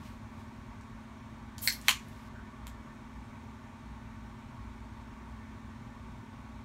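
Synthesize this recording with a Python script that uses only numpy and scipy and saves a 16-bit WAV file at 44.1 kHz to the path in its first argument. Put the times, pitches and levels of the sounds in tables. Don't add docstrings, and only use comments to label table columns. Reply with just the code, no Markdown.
import sys
import numpy as np
from scipy import signal
from scipy.fft import rfft, irfft, next_fast_len
from scipy.io import wavfile
from scipy.ndimage import uniform_filter1d

SR = 44100
rng = np.random.default_rng(int(sys.argv[2]) if len(sys.argv) > 2 else 0)


def transcribe(signal):
    frames = np.atleast_2d(signal).T
    limited = np.clip(frames, -1, 1)
    pcm = np.round(limited * 32767).astype(np.int16)
    wavfile.write(sys.argv[1], SR, pcm)


def volts_from_db(level):
    exponent = np.asarray(level, float) / 20
    return 10 ** exponent


N = 292905

# (time [s], peak level [dB], delay of second break [ms], its level [dB])
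SNAPS = [
    (1.6751, -8.5, 0.36, -12),
    (1.8834, -4, .5, 4.5),
]
# (frequency [Hz], level [dB], time to fade 60 dB [s])
SNAP_MODES = [
    [(961, -40, 0.0056), (1520, -9, 0.00646), (2134.4, -0.5, 0.009843), (3295.3, -8, 0.002796),
     (4300, 2, 0.008408), (5500, -2, 0.003116), (7666.5, -4, 0.004547), (9897, -5, 0.002328),
     (10900, -21, 0.005009), (12709, -12, 0.003813)],
    [(561.97, -24, 0.01242), (753.4, -13.5, 0.009973), (1090, -5.5, 0.011), (2229.2, 1.5, 0.004612),
     (3031.7, 1, 0.005891), (4300, -2.5, 0.003984), (6175, -6, 0.003618), (7000, -10.5, 0.01151),
     (8120.5, -8, 0.0037), (10400, -5, 0.003092), (11897, -7.5, 0.004426), (13120, -12, 0.00427),
     (14793, -13.5, 0.00335)],
]
# (time [s], peak level [dB], centre [Hz], width [Hz], length [ms])
TICKS = [(.812, -47, 5000, 7000, 3.28), (1.582, -30, 4300, 5500, 1.218), (1.5816, -36, 8966, 9010, 1.458),
         (1.6055, -53.5, 13000, 6000, 1.002), (1.6215, -34, 12120, 4000, 2.8),
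         (1.6989, -22, 5328, 2476, 0.796), (1.7246, -26.5, 11730, 2500, 1.6),
         (1.7250, -26, 4000, 5000, 0.75), (1.7485, -37.5, 12500, 7000, 1.467),
         (1.8147, -35, 7372, 7000, 1.472), (1.8224, -52, 12000, 5980, 1.496),
         (1.8513, -45, 7000, 7000, 1.205), (1.8598, -52.5, 13500, 5000, 1),
         (1.8700, -47.5, 12600, 7000, 1.8), (1.876, -43.5, 2499, 2500, 5), (1.881, -31.5, 2597, 2000, 1.2),
         (1.9074, -23, 4493, 6000, 1.1), (2.0847, -43, 10400, 9000, 1.197), (2.352, -46.5, 1458, 397, 9.84),
         (2.384, -46, 1520, 300, 12.72), (2.6690, -38.5, 1599, 1405, 1.385),
         (2.6694, -35.5, 3408, 3502, 0.778), (2.6695, -36, 11830, 6000, 0.593),
         (2.6692, -42.5, 7657, 2990, 2.487)]
# (peak time [s], level [dB], rise for 20 dB [s], fall for 20 dB [s])
FIZZ = [
    (1.625, -37, 0.013185, 0.5438),
    (1.677, -32, .012, 0.0184),
    (1.74, -59, .026, 0.1188),
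]
# (start [s], end [s])
FIZZ_SPAN = (1.598, 1.675)
# (frequency [Hz], level [dB])
FIZZ_COLOUR = [(1000, -24.5), (5000, -18), (7500, -15), (9000, -10.5), (10400, -14.5), (12050, -2),
               (13400, -10), (14600, -8), (15500, -7.5), (16500, -9.5)]
# (peak time [s], level [dB], rise for 20 dB [s], fall for 20 dB [s])
BRUSH = [
    [(.06, -60.5, 0.1326, 0.1714), (.41, -66.5, 0.1403, 0.1031), (.58, -77.5, 0.398, .5)],
    [(1.81, -63.5, 0.1017, 0.94), (1.885, -47.5, 0.069, 0.0846), (2.0, -66, .1, 7)],
]
# (frequency [Hz], level [dB])
BRUSH_COLOUR = [(800, -13.5), (2500, 10.5), (5000, 4), (8000, 0), (10300, -4), (12000, -1.5), (15700, -8.5),
                (15900, -39.5)]
# (delay [ms], level [dB], smear [ms], mirror-like share [0-1])
ECHOES = [(2.7484, -7.5, 3.89, 0.05), (7.7439, -5, 2.308, 0.63), (9.3062, -5.5, 2.484, 0.09),
          (15.667, -15.5, 3.15, 0.27), (24.615, -14.5, 1.31, 0.46)]
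# (frequency [Hz], time to fade 60 dB [s])
TAIL = [(500, 0.0581), (1500, 0.24926), (3000, 0.2023), (6000, 0.24066), (12000, 0.1604)]
# (frequency [Hz], width [Hz], level [dB])
MIC_PORT = [(1345, 160, -14), (4915.3, 370, -3.5), (10255, 323, -16)]
# (lower sideband [dB], magnetic hum [dB], upper sideband [dB])
HUM_LEVELS = (-54, -60.5, -58.5)
# (frequency [Hz], level per Hz [dB])
AIR = [(12, -33.5), (27, -18.5), (36, -7), (130, -5.5), (280, -20), (460, -24.5), (800, -20), (1300, -24),
       (2300, -27), (3000, -34.5), (4500, -38), (7000, -40), (10000, -46.5), (16000, -57)]
# (frequency [Hz], width [Hz], level [dB])
ROOM_MODES = [(58, 12.73, 2), (293.59, 6.633, -5.5), (645.7, 19.92, -3), (747.54, 10.34, -19),
              (1265.5, 30.6, -4), (1444.8, 11.25, -10), (76.5, 5, 0), (103.69, 19.838, 5.5),
              (138.04, 3.117, -4.5), (191.08, 13.254, -8), (199.83, 6.778, 13.5), (220.48, 7.18, 5),
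              (310.38, 15, 6), (375.35, 33.13, 7.5), (464.52, 11.74, -9.5), (617.07, 24.43, 4.5),
              (938.06, 57.98, 9), (1010.6, 40.58, -6), (1113.3, 91.77, 9), (1454.6, 71.8, 6),
              (1785.7, 15.51, 7), (2261.9, 34.8, 4), (3243.1, 52.9, 4), (3647, 209.6, 3.5),
              (4911, 142.35, -5), (5500, 160, 0.5), (7404.4, 80.7, 5), (7549.9, 181.95, -7),
              (10400, 498, -6.5), (11700, 900, 0)]
# (peak time [s], level [dB], fall for 20 dB [s], frequency [Hz])
GUSTS = [(.16, -50.5, 0.2231, 58), (.7, -49.5, 0.6749, 60.3), (1.44, -47, 0.0831, 56.07),
         (1.68, -50, 0.5335, 60.28), (1.98, -49.5, 0.01, 60.38), (2.26, -49.5, 0.1464, 60),
         (2.4, -50.5, 0.2271, 62.96), (2.65, -44.5, 0.4004, 59.84), (2.9, -51, 0.0715, 60),
         (3.2, -44, 0.08, 60), (3.5, -50.5, 0.1563, 63.16), (3.92, -41, 0.1282, 60.28),
         (4.23, -46, 0.1739, 56.02), (4.62, -45, 1.301, 59.01), (5.31, -44.5, .5, 60.92),
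         (5.9, -51.5, 1.0338, 57.24), (6.08, -46, 0.3246, 59.74), (6.5, -49, 1.1452, 61.96)]
# (frequency [Hz], level [dB])
TOP_EDGE = [(15800, 0), (16050, -24), (16450, -26), (16700, -90)]


def evened(x):
    return x / np.sqrt(np.mean(x ** 2) + 1e-20)


def read(points, hz):
    f, value = np.transpose(points)
    return np.interp(np.log(hz + 1), np.log(f + 1), value)


def add(mix, s, sound):
    part = mix[..., round(s * SR):][..., :sound.shape[-1]]
    part += sound[..., :part.shape[-1]]


def swells(t, rows):
    s, db, rise_s, fall_s = np.transpose(rows)[:, :, None]
    return volts_from_db(db - 20 * np.maximum((s - t) / rise_s, (t - s) / fall_s)).max(0)


def scattered(noise, ms, sharp):
    sharp, step = np.clip(sharp, 0, 1), np.arange(len(noise))
    scatter = noise * np.exp(-step * 1000 / (SR * ms))
    scatter = scatter / np.linalg.norm(scatter)
    return np.sqrt(sharp) * (step == 0) + np.sqrt(1 - sharp) * scatter


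def coloured(x, colour):
    hz = np.fft.rfftfreq(len(x), 1 / SR)
    return evened(irfft(rfft(x) * volts_from_db(read(colour, hz)), len(x)))


def grains(gain, colour, per_s, spread_db):
    chance, size, sign = rng.random(N), rng.exponential(1, N), rng.standard_normal(N)
    clicks = (chance < per_s / SR) * volts_from_db(spread_db * np.minimum(size, 4)) * sign
    fast = next_fast_len(N) // 2 * 2
    padded = np.pad(clicks, (0, fast + 2 - N))[:fast]
    return coloured(padded, colour)[:N] * gain


def snap(modes, second_ms, second_db):
    t = np.arange(1500) / SR
    ring = np.zeros(len(t))
    for k, (hz, db, t60) in enumerate(modes):
        ring += (-1) ** k * volts_from_db(db - 60 * t / t60) * np.sin(2 * np.pi * hz * t)
    ring = signal.lfilter(*signal.butter(2, 520, "high", fs=SR), ring)
    softer = signal.lfilter([1 - .55], [1, -.55], ring)
    delayed = np.pad(softer, (round(second_ms * SR / 1000), 0))[:len(t)]
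    both = ring + volts_from_db(second_db) * delayed
    even = ring * np.linalg.norm(both) / np.linalg.norm(ring)
    return np.array([both, even]) / abs(both).max()


def tick(db, hz, width_hz, ms, noise):
    r = np.exp(-np.pi * width_hz / SR)
    stage = [1, 0, -r, 1, -2 * r * np.cos(2 * np.pi * hz / SR), r * r]
    cracks = [scattered(noise, ms, sharp) for sharp in (.6, .93)]
    burst = signal.sosfilt([stage, stage], cracks)
    return volts_from_db(db) * burst / abs(burst[0]).max()


def fizz():
    t = np.arange(N) / SR
    start_s, end_s = FIZZ_SPAN
    first = swells(t, FIZZ[:1]) * (t > start_s) * (t < end_s)
    gain = np.maximum(first, swells(t, FIZZ[1:]))
    return grains(gain, FIZZ_COLOUR, per_s=20000, spread_db=1.5)


def brushing():
    t = np.arange(N) / SR
    lift_s = 2.288
    total = np.zeros(N)
    for rows in BRUSH:
        total += grains(swells(t, rows) * (t < lift_s), BRUSH_COLOUR, per_s=18000, spread_db=1.5)
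    return total


def room():
    tail_db, taps_per_s, tail_start_ms = -4.5, 2200, 7.5
    t = np.arange(SR // 2) / SR
    early = np.zeros(len(t))
    for (ms, db, smear_ms, sharp), noise in zip(ECHOES, rng.standard_normal((len(ECHOES), 600))):
        add(early, ms / 1000, volts_from_db(db) * scattered(noise, smear_ms, sharp))
    early = signal.lfilter([1 - .3], [1, -.3], early)
    crowding = 1 + 30 * t
    taps = rng.standard_normal(len(t)) * (rng.random(len(t)) < taps_per_s * crowding / SR)
    hz, frame_s, z = signal.stft(taps / np.sqrt(crowding), SR, nperseg=256)
    fade = volts_from_db(-60 * frame_s / read(TAIL, hz)[:, None])
    tail = signal.istft(z * fade, SR, nperseg=256)[1][:len(t)]
    tail = tail * np.clip((t * 1000 - tail_start_ms) / 3, 0, 1)
    return early + volts_from_db(tail_db) * tail / np.linalg.norm(tail)


def port(x):
    for hz, width_hz, db in MIC_PORT:
        x = x - (1 - volts_from_db(db)) * signal.lfilter(*signal.iirpeak(hz, hz / width_hz, SR), x)
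    return x


def motor():
    hum_hz, rotor_hz, rotor_start_turns = 240.025, 18.93, -.12
    t = np.arange(N) / SR
    hum, rotor = hum_hz * t + rng.random(), rotor_hz * t + rotor_start_turns
    total = np.zeros(N)
    for k, db in zip((-1, 0, 1), HUM_LEVELS):
        turns = hum + k * rotor + .045 * k * k
        total += volts_from_db(db) * np.sqrt(2) * np.cos(2 * np.pi * turns)
    return total


def air():
    level_db, patchy_db, ripple_db, edge_hz = -49, 0.6864, 1.3913, 15800
    size = next_fast_len(N)
    hz = np.fft.rfftfreq(size, 1 / SR)
    shape_db = read(AIR, hz)
    for f, width_hz, db in ROOM_MODES:
        shape_db = shape_db + db / (1 + ((hz - f) / width_hz) ** 2)
    ripple = uniform_filter1d(uniform_filter1d(rng.standard_normal(len(hz)), size=90), size=90)
    shape_db = shape_db + ripple_db * evened(ripple) * (hz > 420)
    noise = irfft(rfft(rng.standard_normal(size)) * volts_from_db(shape_db) * (hz < edge_hz), size)
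    z = signal.stft(noise, nperseg=1024)[2]
    patches = uniform_filter1d(rng.standard_normal(z.shape), 10, axis=0)
    patches = evened(uniform_filter1d(patches, 6, axis=1))
    patchy = signal.istft(z * volts_from_db(patchy_db * patches), nperseg=1024)[1][:N]
    return volts_from_db(level_db) * evened(patchy)


def rumble():
    rise_s = 0.14965
    t = np.arange(N) / SR
    total = np.zeros(N)
    for s, db, fall_s, hz in GUSTS:
        gain = swells(t, [(s, db - 3.0, rise_s, fall_s)])
        total += gain * np.sqrt(2) * np.sin(2 * np.pi * hz * t)
    return total


def scene():
    bite = np.zeros((2, N))
    for (s, db, *second), modes in zip(SNAPS, SNAP_MODES):
        add(bite, s, volts_from_db(db) * snap(modes, *second))
    for (s, *crack), noise in zip(TICKS, rng.standard_normal((len(TICKS), 2048))):
        add(bite, s, tick(*crack, noise))
    add(bite, 0, fizz())
    direct, sent = bite
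    echoed = signal.fftconvolve(sent, room())[:N]
    background = motor() + air() + rumble()
    return (port(direct + echoed) + brushing() + background)[None]


def top_cut(x):
    return signal.sosfilt(signal.butter(12, 16540, fs=SR, output="sos"), x)


def record(dry):
    hz = np.linspace(0, SR / 2, num=512)
    limit = signal.firwin2(511, hz, volts_from_db(read(TOP_EDGE, hz)) * (hz < SR / 2), fs=SR)
    mix = signal.oaconvolve(dry, limit[None], "same")
    return top_cut(mix)


dry = scene()
out = record(dry)
transcribe(out)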